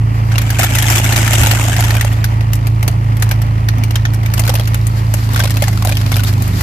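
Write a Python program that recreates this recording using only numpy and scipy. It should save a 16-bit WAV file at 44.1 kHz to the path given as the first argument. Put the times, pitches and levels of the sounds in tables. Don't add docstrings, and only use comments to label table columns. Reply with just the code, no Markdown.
import sys
import numpy as np
from scipy import signal
from scipy.fft import rfft, irfft, next_fast_len
from scipy.io import wavfile
from scipy.ndimage import uniform_filter1d, minimum_filter1d

SR = 44100
rng = np.random.default_rng(int(sys.argv[2]) if len(sys.argv) > 2 else 0)


def pcm_store(signal):
    levels = np.round(np.clip(np.atleast_2d(signal), -1, 1) * 32767)
    wavfile.write(sys.argv[1], SR, levels.astype(np.int16).T)


N = 291942

# multiple_of_crankshaft_rate, idle_db, loaded_db
HUM_TONES = [(2, -9, -10), (3, -12, -14), (3.5, -20, -23), (3.75, -19, -19), (4, 0, 0), (4.5, -26, -20),
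             (5, -14, -7), (6, -20, -18), (7, -26, -15), (8, -32, -25), (9, -30, -24), (10, -27, -17),
             (12, -33, -26), (15, -37, -29)]
# frequency_hz, level_db
RUMBLE_COLOUR = [(20, -40), (42, -8), (60, 24), (72, -30.5), (105, -3), (135, -0.5), (180, -6.5),
                 (230, -13.5), (300, -11.5), (400, -21), (600, -44)]
# frequency_hz, level_db
CLATTER_COLOUR = [(88, -32.5), (150, -13), (283, -15.5), (364, -17.5), (416, -20), (477, -19.5), (612, -17),
                  (900, -18), (1540, -28), (1910, -19.5), (2970, -26.5), (3820, -39.5), (4720, -36),
                  (13600, -61), (15000, -79)]
# frequency_hz, side_minus_middle_db
CLATTER_WIDTH = [(200, 3.5), (380, -4), (700, -3), (1250, 11), (2400, -8.5), (4400, 2), (8000, 6)]
# frequency_hz, left_minus_right_db
ENGINE_PAN = [(200, -1.7), (400, -2), (700, -4), (1300, -1.5), (2400, 1), (8000, 2), (15000, 6)]
# frequency_hz, level_db
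HISS_COLOUR = [(500, -3), (1500, 8), (3000, 1.5), (4600, 6.5), (6200, 0), (7200, 1.5), (9500, -8.5),
               (12500, 2), (15000, -18.5)]
# start_s, end_s
PUSHES = [(0.12, 2.31), (4.33, 6.9)]
# start_s, level_db, pitch_hz
SACK_THUDS = [(1.404, -3, 76), (1.43, -11, 129.1), (1.50, -28, 45), (1.81, -27, 35), (3.775, -18.5, 258)]
# start_s, level_db, pitch_hz
CAN_DENTS = [(0.592, -10.5, 766), (1.469, -13, 890), (1.788, -15, 710), (2.048, -13.5, 604),
             (2.878, -23, 735), (4.394, -13, 680), (4.492, -11.5, 535), (4.597, -13.5, 610),
             (5.14, -16, 605), (5.392, -22, 635), (5.622, -7, 605), (5.68, -18, 796), (5.853, -11, 746),
             (6.166, -18.5, 746)]
# frequency_hz, level_db
CRUNCH_COLOUR = [(120, -18), (200, -2.5), (244, 3), (338, 1), (443, -11), (671, -6.5), (880, -4.5),
                 (1050, -12.5), (1490, -5.5), (3010, -6.5), (4240, -17.5), (7550, -11), (9380, -20),
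                 (13700, -21), (15000, -35)]
# frequency_hz, level_db
GRIND_COLOUR = [(250, -2), (700, 2), (2000, -5), (4200, 2), (8000, -11.5), (14000, -11)]
# peak_s, level_db
GRIND_SQUEEZES = [(4.48, -24.5), (5.42, -21.5), (5.87, -25.5), (6.15, -28), (6.6, -48)]
# start_s, level_db, body_db, crack_db, wall_pitch_hz
CAN_SNAPS = [(0.3175, -16, -6, -15, 1520), (0.3561, -14, -5, -19, 2780), (0.381, -5.5, -19, -12, 1135),
             (0.4165, -16, -20, -8.5, 1510), (0.5028, -12.5, -17, -7.5, 1650), (0.5921, -7, -6.5, -6, 1820),
             (0.6122, -11, -17, -16, 2220), (0.6313, -1.5, -14, -7, 1320), (0.6444, -9, -18, -7, 2240),
             (0.7512, -7, -10, -6.5, 2620), (0.7851, -7.5, -25, -5.5, 2960), (0.823, -8, -20, -4.5, 3160),
             (0.8827, -10.5, -7, -10, 2030), (0.9, -5.5, -9, -7, 1500), (0.9192, -13, -15, -8, 2470),
             (0.956, -15, -16, -4, 1370), (0.9855, -16, -12, -2, 2550), (1.1235, -7.5, -3, -10, 1760),
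             (1.1608, -6.5, -9, -8, 1880), (1.277, -8, -14, -13, 1740), (1.3316, -6, -9, -8.5, 2910),
             (1.4327, -4, -9, -9, 1420), (1.4689, -7.5, -6, -7, 2810), (1.511, -3, -12, -10.5, 2850),
             (1.764, -9, -11, -12, 1880), (1.8049, -10.5, -13, -6, 1880), (1.8407, -10, -13, -12, 1700),
             (1.8809, -18, -18, -11, 1790), (1.9063, -10, -11, -12, 1920), (1.9504, -14, -2, -12, 1540),
             (1.9662, -11.5, -13, -14, 2440), (2.0097, -7.5, -28, -9.5, 1990),
             (2.0457, -18, -7, -3.5, 1910), (2.1276, -24, -6, -6, 1250), (2.2421, -9.5, -18, -9.5, 1525),
             (2.4074, -19.5, -4, -15, 1920), (2.5326, -16.5, -19, -2.5, 2090), (2.5534, -23, -15, -5, 1230),
             (2.6689, -17.5, -8, -6.5, 2400), (2.828, -15, -7, -8, 2130), (2.8779, -10.5, -4, -5.5, 2260),
             (3.1682, -23.5, -5, -9, 2230), (3.1984, -27, -8, -8, 2060), (3.2226, -8, -14.5, -5.5, 1570),
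             (3.2902, -23, -16, -7, 1780), (3.3118, -8, -8, -11, 1600), (3.4174, -19.5, -12, -8, 1760),
             (3.686, -10, -23, -15, 1575), (3.7827, -24.5, -3, -10, 2300), (3.8363, -14.5, -17, -11, 2310),
             (3.907, -17.5, -9, -8.5, 2820), (3.9559, -8, -15, -13.5, 3150), (4.052, -9.5, -19, -22, 1790),
             (4.135, -24, -16, -6, 1490), (4.1432, -24.5, -23, -3.5, 1530), (4.2316, -21.5, -17, -13, 2000),
             (4.2602, -15.5, -21, -12, 2300), (4.337, -14, -27, -2.5, 1680),
             (4.3776, -14.5, -6, -7.5, 2950), (4.3939, -10, -4.5, -3, 2060), (4.4518, -17, -9, -11, 2400),
             (4.4763, -12, -19, -8.5, 1480), (4.493, -9.5, -17, -10.5, 2050),
             (4.539, -21.5, 3.5, 0.5, 2100), (4.5528, -11, -16, -8, 2770), (4.5964, -14, -2, -11, 3260),
             (4.674, -15.5, -15, -7.5, 1440), (4.7437, -13.5, -14, -5.5, 1430), (4.8675, -24, -16, 4, 1480),
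             (5.1386, -11.5, -20, -4, 1980), (5.3326, -26, -14, 0.5, 1500), (5.3602, -7, -21, -14, 1440),
             (5.3932, -11.5, -8, -9, 1100), (5.4014, -5, -11, -17, 1550), (5.437, -13.5, -5, -6, 2460),
             (5.5048, -15, -8, -7, 1880), (5.569, -13.5, -8, -9.5, 2610), (5.6216, -9, -5.5, -9, 2100),
             (5.6382, -13, -22, -12, 1760), (5.6808, -12, -9, -8.5, 2020), (5.7287, -20, -1, -12, 2060),
             (5.8484, -16.5, 1.5, -2, 1470), (5.883, -20, -2, -9, 1570), (5.892, -13.5, -8, -7, 1600),
             (5.9218, -11, -17, -15, 2470), (5.9693, -12, -26, -12, 3020), (6.1175, -13, 0.5, -7, 2330),
             (6.126, -14, -12, -19, 2160), (6.1656, -11.5, -8, -6.5, 2400), (6.194, -14.5, -23, -15, 1470),
             (6.2348, -14.5, -16, -3.5, 2880), (6.327, -25, -11, -3, 2480),
             (6.4211, -21.5, -11, -0.5, 2430), (6.477, -23, -13, -4, 2430), (6.6082, -14.5, -2, -7, 2000)]
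# frequency_hz, level_db
BODY_COLOUR = [(200, -17), (450, -20), (700, -7), (1100, -21.5), (2000, -53)]
# frequency_hz, level_db
WALL_COLOUR = [(600, -31), (1400, -1), (2800, -4.5), (4300, -8), (6000, -8), (10000, -53)]
# frequency_hz, level_db
CRACK_COLOUR = [(2000, 1), (4200, -3.5), (6500, 4.5), (9300, 2.5), (12000, 6), (14000, 3), (16000, 0.5)]
# frequency_hz, left_minus_right_db
BUCKET_PAN = [(300, -2), (700, -4), (1300, .5), (2400, 1.5), (4400, 1), (8000, 5.5), (14000, 11)]

TIME = np.arange(N) / SR
AGE = np.arange(4096) / SR
SIDES = np.array([[1], [-1]])


def undb(db):
    return 10 ** (np.asarray(db) / 20)


def unit(x):
    return x / np.sqrt(np.mean(x ** 2))


def shape(points, size):
    hz, db = np.transpose(points)
    return np.interp(np.log(np.fft.rfftfreq(size, 1 / SR) + 1), np.log(hz), db)


def colour(x, points):
    cepstrum = irfft(shape(points, size=2048) * np.log(10) / 20)[:1024]
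    cepstrum[1:] *= 2
    response = irfft(np.exp(rfft(cepstrum, 2048)))[:1024]
    return signal.fftconvolve(x, response[None], axes=-1)[:, :x.shape[-1]]


def pan(x, points):
    size = next_fast_len(N)
    return irfft(rfft(x, size) * undb(SIDES * shape(points, size) / 2), size)[:, :N]


def wander(per_s):
    hold = max(int(SR / per_s), 1)
    steps = np.repeat(rng.standard_normal(N // hold + 1), hold)
    return 1.3 * uniform_filter1d(uniform_filter1d(steps, hold), hold)[:N]


def add(out, start_s, sound):
    i = int(np.clip(start_s * SR, 0, N - 1))
    out[:, i:i + sound.shape[-1]] += sound[:, :N - i]


def fade(t60, rise):
    return (1 - np.exp(-AGE / rise)) * undb(-60 * AGE / t60)


def ring(hz, t60, glide, spread):
    turns = hz * (AGE + glide * AGE ** 2 / t60) + spread * rng.standard_normal((2, 1))
    return np.sin(2 * np.pi * turns) * fade(t60, rise=0.00026)


def machine_load(start_s=4.7, takes_s=1.9):
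    return np.clip((TIME - start_s) / takes_s, 0, 1) ** 1.45


def engine(idle_hz=27.56, sag_hz=2.6):
    load = machine_load()
    shaft_hz = (idle_hz - sag_hz * load) * (1 + .003 * wander(3.07))
    turns = np.cumsum(shaft_hz) / SR
    hum = 0
    for multiple, idle_db, loaded_db in HUM_TONES:
        waver = .08 if multiple in (2, 4) else .22
        phase = 2 * np.pi * (multiple * turns + rng.random())
        tone = (1 + waver * wander(14)) * np.sin(phase) + waver * wander(15) * np.cos(phase)
        hum = hum + undb(idle_db + load * (loaded_db - idle_db)) * tone
    hum = unit(hum) * undb(-11.5 - load)
    rumble = unit(colour(rng.standard_normal((1, N)), RUMBLE_COLOUR)) * undb(-30 + 5 * load)
    middle, side = colour(rng.standard_normal((2, N)), CLATTER_COLOUR)
    clatter = unit(middle + SIDES * colour(side[None], CLATTER_WIDTH))
    pulse = 1 + .17 * np.cos(6 * np.pi * turns) + .13 * np.cos(4 * np.pi * turns)
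    flicker_db = 1.26 * wander(24.64) + 1.23 * wander(160)
    return pan(hum + rumble + clatter * pulse * undb(-30 + flicker_db), ENGINE_PAN)


def valve_hiss(ramp_s=.2, flicker_db=4):
    opening = sum(np.clip(np.minimum(TIME - start, end - TIME) / ramp_s + .5, 0, 1)
                  for start, end in PUSHES)
    level_db = -41.5 + 7 * np.minimum(machine_load() / .39, 1)
    hiss = unit(colour(rng.standard_normal((2, N)), HISS_COLOUR))
    return hiss * opening * undb(level_db + flicker_db * wander(30))


def dents_and_thuds():
    out = np.zeros((2, N))
    for start_s, db, hz in CAN_DENTS:
        pop = ring(hz, t60=0.034, glide=-0.062, spread=0.049)
        overtone = undb(-7) * ring(1.394 * hz, t60=0.048, glide=-0.086, spread=0.32)
        add(out, start_s, undb(db + 1) * (pop + overtone))
    for start_s, db, hz in SACK_THUDS:
        thud = ring(hz, t60=0.37, glide=-0.31, spread=.01) * (1 - AGE / AGE[-1])
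        add(out, start_s, undb(db) * thud)
    return out


def creases(start_s, end_s, points, count, scatter_db, t60, ting_db):
    out = np.zeros((2, N))
    for i, (when, size, pitch, bend, high) in enumerate(rng.random((count, 5))):
        tick = rng.standard_normal((2, len(AGE))) * fade(t60, rise=0.00078)
        tone = undb(-10) * ring(550 * 7 ** pitch, t60=.03, glide=.2 * (bend - .5), spread=.2)
        ting = undb(ting_db) * ring(3800 + 10000 * high, t60=.02, glide=0, spread=.3)
        at_s = start_s + (end_s - start_s) * (i + 2 * when) / count
        add(out, at_s, undb(scatter_db * size ** 3) * (tick + tone + ting))
    middle, side = out.mean(axis=0), (out[0] - out[1]) / 2
    side = colour(side[None], [(200, -18), (600, -8), (1300, 0)])
    out = colour(middle + SIDES * side, points)
    power = uniform_filter1d(np.mean(out ** 2, axis=0), int(.08 * SR))
    return out / np.sqrt(np.abs(power) + 1e-6)


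def grinding(rise_db_per_s=128, fall_db_per_s=77):
    swells = sum(undb(db - np.maximum(rise_db_per_s * (peak_s - TIME), fall_db_per_s * (TIME - peak_s)))
                 for peak_s, db in GRIND_SQUEEZES)
    crackle = creases(2, N / SR, GRIND_COLOUR, count=600, scatter_db=21, t60=.016, ting_db=-8)
    return crackle * (undb(-47) + swells)


def crunch(full_s=.87, thins_s=1.323, stops_s=1.89, gives_s=.585):
    effort_db = -24.5 * np.maximum(full_s - TIME, 0)
    effort_db -= 7.5 * np.maximum(TIME - thins_s, 0)
    effort_db -= 33 * np.maximum(TIME - stops_s, 0)
    effort_db[(TIME > gives_s) & (TIME < gives_s + .066)] = .5
    effort_db = uniform_filter1d(effort_db, size=220) + .97 * wander(45)
    crackle = creases(.31, 2.35, CRUNCH_COLOUR, count=1150, scatter_db=14, t60=.018, ting_db=-9)
    lows = signal.sosfiltfilt(signal.butter(2, 4200, fs=SR, output="sos"), crackle)
    highs = (crackle - lows) * undb(4 + .72 * effort_db)
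    return (lows + highs) * undb(-17.5 + effort_db)


def fold(points, t60, rise, tail_db):
    hz = np.fft.rfftfreq(len(AGE), 1 / SR)
    patches_db = 3.5 * np.interp(hz, np.linspace(0, SR / 2, 48), rng.standard_normal(48))
    spectrum = rfft(rng.standard_normal((2, len(AGE))))
    noise = unit(irfft(spectrum * undb(shape(points, size=len(AGE)) + patches_db)))
    jerks = np.interp(AGE, np.linspace(0, AGE[-1], 90), rng.standard_normal(90))
    decay = fade(t60, rise) + undb(tail_db) * fade(t60=1.0, rise=0.0035)
    soft_end = 1 - (AGE / AGE[-1]) ** 2
    return noise * undb(3 * np.tanh(jerks)) * decay * soft_end


def snaps():
    out = np.zeros((2, N))
    for start_s, db, body_db, crack_db, hz in CAN_SNAPS:
        bend, apart, late = rng.random(3)
        tones = ring(hz, t60=0.036, glide=0.079 * (bend - .5), spread=0.17)
        tones += 0.32 * ring(hz * (1.1 + .5 * apart), t60=0.028, glide=0, spread=0.66)
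        tones *= undb(-8 - .42 * crack_db)
        hollow = fold(BODY_COLOUR, t60=0.061, rise=0.00076, tail_db=-29)
        body = undb(body_db - 4) * (hollow + hollow[::-1] / 2)
        wall = undb(-6) * fold(WALL_COLOUR, t60=0.046, rise=0.0002, tail_db=-23)
        crack = undb(crack_db + 6) * fold(CRACK_COLOUR, t60=0.036, rise=0.00082, tail_db=-34.5)
        add(out, start_s, undb(db) * (body + wall + crack + tones))
        crinkle = rng.standard_normal((2, len(AGE))) * fade(t60=0.027, rise=0.00086)
        add(out, start_s + .013 + .022 * late, undb(db + crack_db - 12) * crinkle)
    return out


def scene():
    cans = snaps() + dents_and_thuds() + crunch() + grinding()
    return pan(cans + valve_hiss(), BUCKET_PAN) + engine()


def record(dry, top_hz=14500):
    gain = 1 / np.maximum(np.abs(dry), 1)
    gain = uniform_filter1d(minimum_filter1d(gain, size=33), size=33)
    return signal.sosfilt(signal.ellip(8, .2, 70, top_hz, fs=SR, output="sos"), dry * gain)


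dry = scene()
out = record(dry)
pcm_store(out)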